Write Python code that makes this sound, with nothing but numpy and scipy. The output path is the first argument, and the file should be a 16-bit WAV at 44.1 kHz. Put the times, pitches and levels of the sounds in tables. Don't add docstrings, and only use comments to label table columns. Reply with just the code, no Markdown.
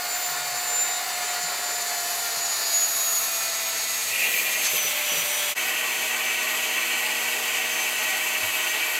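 import sys
import numpy as np
from scipy import signal
from scipy.fft import rfft, irfft, next_fast_len
from scipy.io import wavfile

SR = 44100
rng = np.random.default_rng(int(sys.argv[2]) if len(sys.argv) > 2 else 0)


def output_pcm(signal):
    pcm = np.clip(np.atleast_2d(signal).T, -1, 1) * 32767
    wavfile.write(sys.argv[1], SR, np.round(pcm).astype(np.int16))


N = 396454
TIME = np.arange(N) / SR
FFT_SIZE = next_fast_len(N)
FREQ = np.maximum(np.arange(FFT_SIZE // 2 + 1) * SR / FFT_SIZE, 1)
STEP_S = 5.546

# (time [s], speed [turns/s])
ROTOR_SPEED = [(0.0, 238.6), (0.9, 238.9), (1.62, 237.67), (1.9, 235.0), (2.2, 233.5), (2.75, 226.83),
               (3.0, 225.93), (3.4, 223.27), (3.95, 221.2), (4.42, 213.5), (4.63, 212.67), (4.72, 205.33),
               (4.85, 201.0), (5.15, 197.5), (5.53, 197.83), (5.56, 207.4), (8.99, 208.2)]
# (time [s], gain [dB])
FLOAT_SHADE = [(0, -1), (2.0, 0), (2.6, -4.5), (3.7, -7.5), (4.15, -13.5), (4.75, -7), (5.5, -2.5)]


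def undb(db):
    return 10 ** (np.asarray(db) / 20)


def curves(table):
    times, *columns = np.transpose(table)
    return [np.interp(TIME, times, column) for column in columns]


def eq(points):
    hz, db = np.transpose(points)
    octaves_outside = np.maximum(np.log2(hz[0] / FREQ), 0) + np.maximum(np.log2(FREQ / hz[-1]), 0)
    return undb(np.interp(np.log(FREQ), np.log(hz), db) - 60 * octaves_outside)


def bells(resonances):
    return undb(sum(db * np.exp(-(2 * (FREQ - hz) / width) ** 2) for hz, width, db in resonances))


def noise(colour):
    x = irfft(rfft(rng.standard_normal(FFT_SIZE)) * colour, FFT_SIZE)[:N]
    return x / x.std()


def drift(rate):
    size = 8192
    hz = np.arange(size // 2 + 1) * SR / N
    x = irfft(rfft(rng.standard_normal(size)) * np.exp(-(hz / rate) ** 2))
    return np.interp(np.arange(N) * size / N, np.arange(size), x / x.std())


def tone(phase, flutter, rate):
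    carrier = (1 + flutter * drift(rate)) * np.sin(phase)
    jitter = flutter * drift(rate) * np.cos(phase)
    return np.sqrt(2 / (1 + 2 * flutter ** 2)) * (carrier + jitter)


def crossfade(before, after, span_s):
    share = np.interp(TIME, span_s, [0, 1])
    return np.sqrt(1 - share) * before + np.sqrt(share) * after


def before_after(early, late):
    return np.where(TIME < STEP_S, early, late)


def load():
    free_hz, labouring_hz = 239, 197
    speed_hz, = curves(ROTOR_SPEED)
    return np.clip((free_hz - speed_hz) / (free_hz - labouring_hz), 0, 1)


def reflections(x, echo_db, count=12):
    # (time [s], path [m])
    stroll = [(0, 0), (1.5, 1.17), (2.4, 0.74), (3.8, 2), (5, 1.2), (5.54, 1.2), (5.55, 2.5), (8.99, 2)]
    path_m, = curves(stroll)
    gain, out = undb(echo_db) / np.sqrt(count), x
    for delay_s, slant in rng.uniform([.002, -1], [.025, 1], (count, 2)):
        travel_s = np.abs(slant * path_m) / 343
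        lag = np.round((delay_s + travel_s) * SR).astype(int)
        out = out + np.sign(slant) * gain * x[np.arange(N) - lag]
    return out / out.std()


def rotor():
    # (time [s], level [dB])
    whine_levels = [(0.05, -44), (0.13, -28.5), (0.4, -40), (0.82, -27), (1.08, -38), (1.85, -34),
                    (2.3, -40), (2.44, -28), (2.64, -37), (2.74, -23.5), (3.12, -26.5), (3.25, -33),
                    (3.95, -34.5), (4.35, -43), (4.68, -33.5), (4.87, -26), (4.92, -38), (5.38, -33.5),
                    (5.6, -42), (7.3, -45.5), (7.8, -38.5), (8.99, -46.5)]
    # (time [s], level [dB])
    octave_levels = [(0, -38.5), (.9, -43), (1.3, -48), (2.6, -45), (3.0, -36), (3.9, -41), (4.8, -37),
                     (5.5, -42), (5.6, -46), (7.7, -46), (8.99, -40)]
    whine_order, drone_order = 30, 3
    speed_hz, = curves(ROTOR_SPEED)
    whine_db, = curves(whine_levels)
    octave_db, = curves(octave_levels)
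    shade_db, = curves(FLOAT_SHADE)
    angle = 2 * np.pi * np.cumsum(speed_hz * (1 + .0001 * drift(12))) / SR
    waver_db = before_after(1.53 + .7 * load(), 2)
    breakup = 0.17 + 0.28 * before_after(load(), 0)
    whine = undb(whine_db + waver_db * drift(8.8)) * tone(whine_order * angle, flutter=0.21, rate=33)
    octave_gain = undb(octave_db + 1.3 * waver_db * drift(11))
    octave = octave_gain * tone(2 * whine_order * angle, flutter=breakup, rate=60)
    drone = undb(before_after(-38 + shade_db, -48)) * tone(drone_order * angle, flutter=0.22, rate=48)
    return whine + octave + drone + buzz(angle, speed_hz)


def buzz(angle, speed_hz):
    # (order [cycles/turn], level at full speed [dB], level once slowed [dB])
    partials = [(6, -49, -50), (8, -49.5, -49), (9, -47, -53), (10, -58, -48.5), (11, -52, -47.5),
                (12, -49.5, -49), (13, -52.5, -53), (15, -50, -52), (16, -50, -53), (17, -53, -45.5),
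                (18, -49, -73), (19, -48, -58), (21, -51, -54), (25, -57, -56), (29, -65, -58),
                (31, -55, -58), (33, -49, -55), (36, -51, -69)]
    # (centre [Hz], width [Hz], boost [dB])
    housing_modes = [(1336, 39, 4), (1432, 14, 5), (2000, 36, 12), (2380, 120, 8), (2720, 26, 4),
                     (2863, 8, 0), (3580, 36, 2.5), (3700, 60, 2), (3754, 54, -4), (3880, 35, 4),
                     (4010, 61, 11), (7740, 60, 6), (7860, 40, 4)]
    slowed = np.interp(TIME, [1.8, 3], [0, 1])
    choke_db = np.interp(TIME, [4, 4.4], [0, -6.5])
    housing, out = bells(housing_modes), np.zeros(N)
    for order, fast_db, slow_db in partials:
        level_db = fast_db + slowed * (slow_db - fast_db) + 1.8 * drift(2.5)
        resonance = np.interp(order * speed_hz, FREQ, housing)
        out += undb(level_db) * resonance * tone(order * angle, flutter=0.28, rate=6.9)
    return undb(choke_db) * out


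def mains_hum():
    # (time [s], level at 240 Hz [dB], level at 480 Hz [dB])
    hum_levels = [(0, -76, -71), (.7, -64.5, -67), (5.52, -58.5, -60), (5.58, -54.5, -54),
                  (7.4, -54, -48.5), (8.99, -57.5, -59)]
    return sum(undb(db) * tone(2 * np.pi * hz * TIME, flutter=0.09, rate=0.67)
               for hz, db in zip((240, 480), curves(hum_levels)))


def fan_rush():
    # (frequency [Hz], gain [dB])
    early_eq = [(40, -50), (100, -21.5), (175, -20), (215, -24), (300, -11), (360, -13.5), (450, -8),
                (640, -4), (1150, -2.5), (1550, -2.5), (2050, -2), (2600, -5.5), (3000, -12.5), (4000, -17)]
    late_eq = [(40, -34), (100, -18.5), (160, -14.5), (230, -12.5), (300, -6), (450, -7.5), (640, -2),
               (900, 0), (1250, -2.5), (1550, -2.5), (1750, -4), (2100, -33)]
    # (centre [Hz], width [Hz], boost [dB])
    early_hollows = [(398, 69, 1.5), (517, 42, -6), (614, 31, 1.5), (762, 50, 5), (863, 24, 5),
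                     (1085, 19, 5.5), (1130, 37, -0.5), (1624, 49, -7), (1740, 39, 5), (1760, 43, 3)]
    late_hollows = [(267, 30, -5), (343, 55, 6), (429, 55, 8.5), (513, 32, -0.5), (640, 37, 6.5),
                    (760, 80, 7.5), (827, 30, -5), (861, 13.6, 9.5), (930, 27, -7), (953, 31, 8),
                    (1053, 37, 9), (1142, 42, 8), (1220, 29, 5), (1320, 29, 3.5), (1497, 140, 9)]
    shade_db, = curves(FLOAT_SHADE)
    early_db = -34 + 0.36 * shade_db
    early = undb(early_db) * reflections(noise(eq(early_eq) * bells(early_hollows)), echo_db=-8.5)
    late = undb(-36) * noise(eq(late_eq) * bells(late_hollows))
    return undb(0.76 * drift(14)) * before_after(early, late)


def valve_hiss():
    # (frequency [Hz], gain [dB])
    free_eq = [(2800, -9), (3500, -5.5), (4000, -0.5), (4500, 4.5), (5400, -3.5), (6400, 1.5), (7800, -2.5),
               (9000, -6.5), (9800, -7), (11000, -5)]
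    loaded_eq = [(2000, -1.5), (3500, -1.5), (4400, 2), (5400, -4.5), (6300, 0.5), (7400, 3.5),
                 (8600, -1.5), (9300, -2.5), (9800, -7), (11000, -18)]
    jet_eq = [(9500, -27), (10300, -0.5), (11100, 2), (11800, 3), (12600, -4), (13500, -22)]
    spray_eq = [(11800, -22), (12700, 3), (13700, 1), (14700, 1), (15700, -7)]
    # (time [s], level [dB])
    jet_levels = [(0, -43), (1.7, -42.5), (2.15, -36), (2.45, -41), (2.8, -33), (3.2, -31.5), (3.5, -39.5),
                  (4.6, -34.5), (5.5, -36.5)]
    pressure = load()
    early_jet_db, = curves(jet_levels)
    jet_rise_db = early_jet_db - early_jet_db[0]
    hiss_db = before_after(np.interp(pressure, [0, .22], [-33.5, -30]), -32)
    jet_db = before_after(early_jet_db, -39.5)
    spray_db = before_after(-44.5 + 6 * pressure + 0.47 * jet_rise_db, -39.5)
    flow = crossfade(noise(eq(free_eq)), noise(eq(loaded_eq)), span_s=[2.8, 4.4])
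    hiss = undb(hiss_db) * reflections(flow, echo_db=-4)
    jet = undb(jet_db + .5 * drift(21)) * reflections(noise(eq(jet_eq)), echo_db=-11)
    spray = undb(spray_db + 0.54 * drift(10)) * reflections(noise(eq(spray_eq)), echo_db=-4)
    eddies = undb(0.6 * drift(29))
    return eddies * (hiss + jet + spray)


def low_rumble():
    level_db = before_after(-71 + 5.5 * load(), -70)
    return undb(level_db + 1.3 * drift(5)) * noise(eq([(25, -31), (60, -13), (95, 1), (130, -2.5)]))


def low_tone():
    # (start [s], length [s], pitch [Hz], glide [Hz/s], level [dB])
    entries = [(.26, 0.35, 151, -48, -57), (.58, .4, 133, -10, -67), (3.05, 1.5, 173, -1, -66.5)]
    fade_s = 0.046
    out = np.zeros(N)
    for start, length, hz, glide, db in entries:
        age = np.clip(TIME - start, 0, length)
        fade = np.minimum(np.minimum(age, length - age) / fade_s, 1)
        phase = 2 * np.pi * (hz + glide * age / 2) * age
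        out += undb(db) * fade * tone(phase, flutter=.15, rate=15)
    return out


def vinyl_thumps():
    # (time [s], relative level [dB], pitch [Hz], 60 dB decay [s], slap against boom [dB])
    thumps = [(1.435, -43, 165.1, 0.14, -12), (2.369, -52, 140, 0.12, 4), (4.729, -44, 171, 0.16, 5.5),
              (4.845, -47, 153, 0.12, 5), (5.116, -44.5, 175, 0.15, 6.5), (5.164, -40, 164, .15, -8),
              (5.21, -46, 140, .13, -3), (8.425, -42, 97, 0.23, -25)]
    slap_noise = noise(eq([(150, -4), (300, -4), (550, 5), (900, -28)]))
    out = np.zeros(N)
    for start, db, hz, t60, slap_db in thumps:
        age = np.maximum(TIME - start, 0)
        boom_envelope = np.exp(-np.log(1000) * age / t60) * (1 - np.exp(-age / 0.01))
        boom = boom_envelope * np.sin(2 * np.pi * hz * age)
        slap = slap_noise * np.exp(-age / 0.025) * (1 - np.exp(-age / 0.0013))
        out += undb(db) * (boom + undb(slap_db) * slap)
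    return undb(5) * out


def valve_spurts():
    # (peak time [s], length [s], centre [Hz], width [Hz], level [dB])
    spurts = [(2.68, 0.36, 4637, 1010, -34.5), (3.122, 0.72, 1260, 350, -44.5),
              (4.225, 0.19, 2600, 350, -27), (4.355, .25, 14200, 2000, -33), (4.378, 0.07, 2350, 130, -26),
              (4.66, 0.05, 5500, 6050, -25.5), (4.94, 0.088, 860, 70, -42), (5.123, .14, 3000, 700, -34),
              (5.33, .4, 9050, 1200, -38), (5.42, .18, 3330, 600, -36)]
    gap = eq([(600, 0), (16000, 0)])
    out = np.zeros(N)
    for peak_s, length, hz, width, db in spurts:
        swell = np.exp(-(2 * (TIME - peak_s) / length) ** 2)
        resonance = np.exp(-2 * ((FREQ - hz) / width) ** 2)
        out += undb(db) * swell * noise(gap * resonance)
    return out


def nozzle_ring(modes):
    mouth = eq([(120, 1), (250, 1), (8000, -2)])
    power = sum(undb(db) ** 2 / (1 + ((FREQ - hz) / width) ** 2) ** 2 for hz, width, db in modes)
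    return noise(mouth * np.sqrt(power))


def nozzle_howl():
    # (centre [Hz], half width [Hz], level [dB])
    pinched_modes = [(527, 174, -18), (1946, 54, 0), (2170, 56, -4.5), (2398, 23, 4), (2640, 140, -4),
                     (2900, 440, -11.5)]
    wide_modes = [(2070, 120, -2), (2240, 100, 1), (2540, 280, 3), (3120, 370, 0), (3520, 220, -5)]
    settled_modes = [(1870, 280, -19.5), (1921, 70, -3.5), (2153, 19, -5), (2267, 46, -6), (2313, 14.4, 1),
                     (2477, 68, -7.5), (2552, 18, -0.5), (2650, 100, -8), (2680, 47, -3.5),
                     (2680, 25.0, -14), (2876, 48, -5.5), (3090, 113, -8), (3360, 95, -16.5),
                     (3520.0, 180, -28)]
    catch_s, attack_s, sag_s = 4.06, 0.16, 0.51
    age = TIME - catch_s
    caught = np.clip(age / attack_s, 0, 1)
    lead_in_db = -7 + 15 * np.minimum(age, 0)
    overshoot_db = 7 * np.exp(-np.maximum(age - attack_s, 0) / sag_s)
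    level_db = before_after(-32 + (1 - caught) * lead_in_db + caught * overshoot_db, -27.5)
    early = crossfade(nozzle_ring(pinched_modes), nozzle_ring(wide_modes), span_s=[4.62, 4.72])
    late = nozzle_ring(settled_modes)
    return undb(level_db + 0.86 * drift(25)) * before_after(early, late)


def scene():
    bed = rotor() + mains_hum() + fan_rush() + valve_hiss() + low_rumble()
    mono = bed + low_tone() + vinyl_thumps() + valve_spurts() + nozzle_howl()
    return np.array([mono, mono])


def record(dry):
    fade_s, floor_gain, cutoff_hz = 0.032, .06, 15750
    dip = np.clip(np.abs(TIME - STEP_S) / fade_s, floor_gain, 1)
    lowpass = signal.ellip(10, .2, 80, cutoff_hz, fs=SR, output="sos")
    return signal.sosfilt(lowpass, dry * dip)


dry = scene()
out = record(dry)
output_pcm(out)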